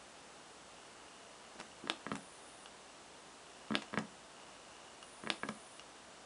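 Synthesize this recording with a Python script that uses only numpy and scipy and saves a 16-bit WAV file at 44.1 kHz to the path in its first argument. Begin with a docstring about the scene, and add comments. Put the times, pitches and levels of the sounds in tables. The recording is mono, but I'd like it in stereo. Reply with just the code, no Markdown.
"""E-reader page buttons

Keys on two plastic e-readers lying on a table are pressed and let go three times in a quiet room.
Fingers land, a key knocks as it takes up its slack, and its dome snaps. Let go, it knocks free,
hits its stop, thuds the table and chatters. Close to the mono microphone a camera lens ticks
faintly and twice refocuses with a thin whine, over steady room noise."""
import sys
import numpy as np
from scipy import signal
from scipy.fft import rfft, irfft
from scipy.io import wavfile
from scipy.ndimage import uniform_filter1d

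SR = 44100
rng = np.random.default_rng(int(sys.argv[2]) if len(sys.argv) > 2 else 0)


def inscribe(sig):
    """Save sig as 16-bit PCM at rate SR to the path in sys.argv[1].

    A 1-D sig is mono; a 2-D sig holds one channel per row.
    Samples are clipped to [-1, 1] before scaling.
    """
    pcm = np.round(np.clip(np.atleast_2d(sig).T, -1, 1) * 32767)
    wavfile.write(sys.argv[1], SR, pcm.astype(np.int16))


N = 275659

# room noise spectrum: freq_hz, density_db
AIR_SPECTRUM = [(25, -23), (45, -10.5), (90, -9), (140, -4.5), (220, -1), (420, 0.5), (750, 1.5),
                (1250, -1.5), (2300, -8), (2870, -6.5), (3500, -9), (7000, -12), (9800, -13.5),
                (11000, -23.5)]
# mains hum and electronic whistles: pitch_hz, rms_db
STEADY_TONES = [(58.7, -81.5), (678, -75.5), (3601, -79), (6239, -82.5), (7079, -81), (7854, -85.5),
                (7881, -81), (9001, -95)]
# lens housing: freq_hz, gain_db, t60_s
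HOUSING_MODES = [(1290, -11, 0.025), (1560, -12, 0.023), (2855, -8, 0.04), (2920, -9, 0.027),
                 (3350, -11, 0.013), (4300, -7.5, 0.0055), (5570, -5, .005)]
# lens hunts for focus: start_s, end_s, step_db
FOCUS_HUNTS = [(0.75, 2.1, -56), (3.45, 3.952, -53.5), (4.35, 5.0, -53.5)]
# lens starts or stops: start_s, gain_db
FOCUS_TICKS = [(2.6594, -40.5), (5.028, -39), (5.7957, -40)]
# reader and table together: freq_hz, gain_db, t60_s
THUD_MODES = [(93, -15, 0.13), (145.4, -15, 0.22), (184.7, -15, 0.33), (212, -7.5, 0.18),
              (226.6, -14, 0.18), (276.2, -13.5, 0.23), (347.2, -8.5, 0.12), (402, -26, 0.087)]
# casing: freq_hz, gain_db, t60_s
CASING_MODES = [(513, -12, 0.019), (709, -13, 0.033), (1130, -11, 0.011), (1316, -4, 0.019),
                (1664, -8.5, 0.019), (1870, -1.5, 0.012), (2253, -8, 0.019), (2700, -12, 0.016),
                (3110, -15.5, 0.038), (3460, -6.5, 0.015), (4100, -9, 0.012), (5100, -11, .007),
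                (7960, -11, 0.005)]
# fingertip lands or shifts: start_s, thud_db, bright_hz
FINGER_TOUCHES = [(1.556, -49.5, 800), (1.6011, -47, 3500), (1.839, -39.5, 700), (3.7060, -29.5, 1100),
                  (3.7196, -32, 2300), (3.9310, -35, 1200), (5.2370, -36.5, 1600), (5.2640, -36.5, 2200)]
# finger scuffs, or loose key shifts in its slot: start_s, level_db, rise_s
KEY_SCUFFS = [(1.587, -53, 0.0062), (1.6003, -38, 0.00095), (1.6065, -47.5, 0.0014),
              (1.6124, -38.5, 0.00026), (2.1543, -37.5, 0.00098), (2.1650, -43.5, 0.0011),
              (3.8195, -44, 0.0025)]
# plastic chatter spectrum: freq_hz, density_db
RATTLE_SPECTRUM = [(60, -37), (300, -2), (800, 7.5), (1500, 4), (2800, 1.5), (3600, -3), (5200, -4),
                   (6500, -7), (8500, -7.5), (11000, -18.5)]
# key takes up slack, dome snaps: slack_s, slack_db, snap_s, snap_db
KEY_PRESSES = [(1.8740, -34, 1.8990, -20.5), (3.7426, -33, 3.7537, -19), (5.2729, -31, 5.3023, -20.5)]
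# key dome: freq_hz, gain_db, t60_s
DOME_MODES = [(338, -20.5, 0.073), (523, -25, 0.026), (683, -21, 0.017), (1220, -41, 0.0087),
              (1440, -19, 0.016), (1660, -11.5, 0.019), (2150, -28, 0.034), (2620, -9, 0.011),
              (2990, -4.5, 0.0053), (3530, 4, 0.0045), (4180, -13.5, 0.015), (4650, -14.5, 0.015),
              (5150, -13.5, 0.015), (6860, -12.5, 0.0087), (8430, -4, 0.007), (10060, -4.5, 0.0072)]
# key knocks free of its dome: start_s, knock_db
KEY_LIFTS = [(2.0656, -31.5), (3.9408, -27.5), (5.4338, -28)]
# key springs back to its stop: start_s, knock_db, thud_db, chatter_s, chatter_db
KEY_STOPS = [(2.1165, -28, -28.5, 2.1255, -47), (3.9750, -23.5, -24.5, 3.9863, -35.5),
             (5.4897, -29, -34.5, 5.487, -38.5)]
# focus motor runs: start_s, end_s, whine_db
MOTOR_RUNS = [(2.11, 2.653, -68.5), (5.024, 5.797, -68)]
# room tail spectrum: freq_hz, density_db
TAIL_SPECTRUM = [(100, -23), (300, 0.5), (700, 4), (1500, -3.5), (2500, -4), (4200, -3), (7000, 1.5),
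                 (11000, -2.5)]


def from_db(db):
    return 10 ** (np.asarray(db) / 20)


def unit_rms(x):
    return x / np.sqrt(np.mean(x ** 2) + 1e-20)


def add(track, start_s, sound):
    at = int(round(start_s * SR))
    track[at:at + len(sound)] += sound[:N - at]


def coloured_noise(samples, spectrum):
    """Noise of the given spectral shape, rms 1."""
    freq_hz, density_db = np.transpose(spectrum)
    bins_hz = np.maximum(np.fft.rfftfreq(samples, 1 / SR), 1)
    gain = from_db(np.interp(np.log(bins_hz), np.log(freq_hz), density_db))
    return unit_rms(irfft(rfft(rng.standard_normal(samples)) * gain, samples))


def resonance(x, centre_hz, width_hz):
    """Two-pole resonance, peak gain 1."""
    radius = np.exp(-np.pi * width_hz / SR)
    feedforward = np.array([1, 0, -1]) * (1 - radius ** 2) / 2
    feedback = [1, -2 * radius * np.cos(2 * np.pi * centre_hz / SR), radius ** 2]
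    return signal.lfilter(feedforward, feedback, x)


def struck(modes, scatter_db):
    """Decaying modes; each blow shares its force among them a little differently."""
    freq_hz, gain_db, t60_s = np.transpose(modes)[:, :, None]
    t = np.arange(SR // 2) / SR
    strength = from_db(gain_db + scatter_db * rng.standard_normal(freq_hz.shape))
    decay = np.exp(-np.log(1000) * t / t60_s)
    return np.sum(strength * decay * np.sin(2 * np.pi * freq_hz * t), axis=0)


def clicks(events, modes, scatter_db):
    """Hard, instant contacts ring all modes at once."""
    out = np.zeros(N)
    for start_s, gain_db in events:
        add(out, start_s, from_db(gain_db) * struck(modes, scatter_db))
    return out


def radiated(x, bass_hz, bright_hz):
    """A small body radiates little bass; a slow contact leaves high modes quiet."""
    highpass = signal.butter(2, bass_hz, "high", fs=SR, output="sos")
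    lowpass = signal.butter(2, bright_hz, fs=SR, output="sos")
    return signal.sosfilt(np.vstack([highpass, lowpass]), x)


def background(air_db=-56.5):
    """Room air, microphone hiss, mains hum and electronic whistles."""
    t = np.arange(N) / SR
    air = from_db(air_db) * coloured_noise(N, AIR_SPECTRUM)
    tones = sum(from_db(rms_db) * np.sqrt(2) * np.sin(2 * np.pi * (pitch_hz * t + rng.random()))
                for pitch_hz, rms_db in STEADY_TONES)
    return air + tones


def lens_steps(rate_hz=60, idle_db=-61.5, spread_db=2):
    """Faint, evenly spaced steps ring the housing, harder while the lens hunts."""
    times_s = np.arange(0, N / SR - 0.01, 1 / rate_hz)
    step_db = np.full(len(times_s), idle_db)
    for start_s, end_s, hunt_db in FOCUS_HUNTS:
        step_db[(times_s > start_s) & (times_s < end_s)] = hunt_db
    step_db += spread_db * rng.standard_normal(len(times_s))
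    impulses = np.zeros(N)
    impulses[(times_s * SR).astype(int)] = from_db(step_db)
    return signal.fftconvolve(impulses, struck(HOUSING_MODES, scatter_db=1))[:N]


def lens():
    """The housing radiates the steps and the ticks of starting or stopping."""
    ticks = clicks(FOCUS_TICKS, HOUSING_MODES, scatter_db=3)
    return radiated(ticks + lens_steps(), bass_hz=504, bright_hz=8040)


def thud(start_s, gain_db, push_hz, breadth=0.94):
    """A push reaches the table: slow ones favour its low modes, quick ones the higher."""
    out = np.zeros(N)
    ring = resonance(struck(THUD_MODES, scatter_db=3), push_hz, width_hz=breadth * push_hz)
    add(out, start_s, from_db(gain_db) * radiated(ring, bass_hz=88, bright_hz=1500))
    return out


def knock(start_s, gain_db, bright_hz, bounce_s=0.00189, bounce_db=-11):
    """A finger-cushioned key hits the casing and bounces once."""
    out = np.zeros(N)
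    ring = struck(CASING_MODES, scatter_db=3)
    hit = from_db(gain_db) * radiated(ring, bass_hz=398, bright_hz=bright_hz)
    add(out, start_s, hit)
    add(out, start_s + bounce_s, from_db(bounce_db) * hit)
    return out


def touches(firm_db=-28, knock_slope=1.34):
    """Fingertips thud on the keys; in lighter touches the knock fades faster than the thud."""
    out = np.zeros(N)
    for start_s, thud_db, bright_hz in FINGER_TOUCHES:
        knock_db = firm_db + knock_slope * (thud_db - firm_db)
        out += thud(start_s, thud_db, push_hz=300) + knock(start_s, knock_db, bright_hz)
    return out


def rattles(events):
    """Bursts of tiny, dense plastic contacts swell and die away."""
    out = np.zeros(N)
    t = np.arange(SR // 8) / SR
    for start_s, level_db, rise_s in events:
        envelope = t / rise_s * np.exp(1 - t / rise_s)
        add(out, start_s, from_db(level_db) * envelope * coloured_noise(len(t), RATTLE_SPECTRUM))
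    return out


def dome_snaps(events, crackle_db=-17, lead_s=0.0008, rise_s=0.00099):
    """The stiff dome crackles as it starts to buckle, then jumps through and rings."""
    ring = radiated(clicks(events, DOME_MODES, scatter_db=1), bass_hz=238, bright_hz=4430)
    crackle = rattles([(snap_s - lead_s, snap_db + crackle_db, rise_s) for snap_s, snap_db in events])
    return ring + crackle


def presses(push_hz=310, slack_to_thud_db=-11, snap_to_thud_db=-20.5):
    """A key knocks onto its dome and the dome snaps; both nudge the table."""
    out = dome_snaps([(snap_s, snap_db) for _, _, snap_s, snap_db in KEY_PRESSES])
    for slack_s, slack_db, snap_s, snap_db in KEY_PRESSES:
        out += knock(slack_s, slack_db, bright_hz=2250)
        out += thud(slack_s, slack_db + slack_to_thud_db, push_hz)
        out += thud(snap_s, snap_db + snap_to_thud_db, push_hz)
    return out


def releases(lift_to_thud_db=-6, chatter_rise_s=0.0014):
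    """A key knocks free, hits its stop with a deep thud and chatters in its slot."""
    out = np.zeros(N)
    for start_s, knock_db in KEY_LIFTS:
        out += knock(start_s, knock_db, bright_hz=2100)
        out += thud(start_s, knock_db + lift_to_thud_db, push_hz=297)
    for start_s, knock_db, thud_db, chatter_s, chatter_db in KEY_STOPS:
        out += knock(start_s, knock_db, bright_hz=2230)
        out += thud(start_s, thud_db, push_hz=179, breadth=0.55)
        out += rattles([(chatter_s, chatter_db, chatter_rise_s)])
    return out


def focus_motor(whine_hz=9850, swing_hz=190, turn_hz=31, spread_hz=170, lower_hz=9250, lower_db=-0.5):
    """A ragged whine swings in pitch with each motor turn, over a lower resonance."""
    t = np.arange(N) / SR
    pitch_hz = whine_hz + swing_hz * np.sin(2 * np.pi * turn_hz * t)
    carrier = np.exp(2j * np.pi * np.cumsum(pitch_hz) / SR)
    lowpass = signal.butter(3, spread_hz, fs=SR, output="sos")
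    ragged = signal.sosfilt(lowpass, rng.standard_normal((2, N)))
    whine = unit_rms(np.real((ragged[0] + 1j * ragged[1]) * carrier))
    lower = rng.standard_normal(N)
    for _ in range(2):
        lower = resonance(lower, lower_hz, width_hz=930)
    gate = sum(from_db(whine_db) * ((t > start_s) & (t < end_s))
               for start_s, end_s, whine_db in MOTOR_RUNS)
    return uniform_filter1d(gate, size=300) * (whine + from_db(lower_db) * unit_rms(lower))


def room(x, t60_s=0.24, tail_db=-8.5, build_s=0.0026, wall_s=0.0183, spread_s=0.0017, wall_gain=0.37):
    """Direct sound plus a short diffuse tail that swells once as the nearest walls answer."""
    t = np.arange(SR // 2) / SR
    build = 1 - np.exp(-(t / build_s) ** 2)
    walls = wall_gain * np.exp(-((t - wall_s) / spread_s) ** 2)
    decay = np.exp(-np.log(1000) * t / t60_s)
    tail = coloured_noise(len(t), TAIL_SPECTRUM) * (build + walls) * decay
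    response = from_db(tail_db) * tail / np.linalg.norm(tail)
    response[0] = 1  # direct path
    return signal.fftconvolve(x, response)[:N]


def scene():
    """Keys and lens in the room; one microphone feeds both channels."""
    keys = touches() + presses() + releases() + rattles(KEY_SCUFFS)
    mono = room(keys + lens()) + focus_motor() + background()
    return np.array([mono, mono])


def record(dry, cutoff_hz=11100):
    """Steep treble cut."""
    lowpass = signal.firwin(401, cutoff_hz, window=("kaiser", 7), fs=SR)
    return signal.fftconvolve(dry, lowpass[None], mode="same", axes=1)


dry = scene()
out = record(dry)
inscribe(out)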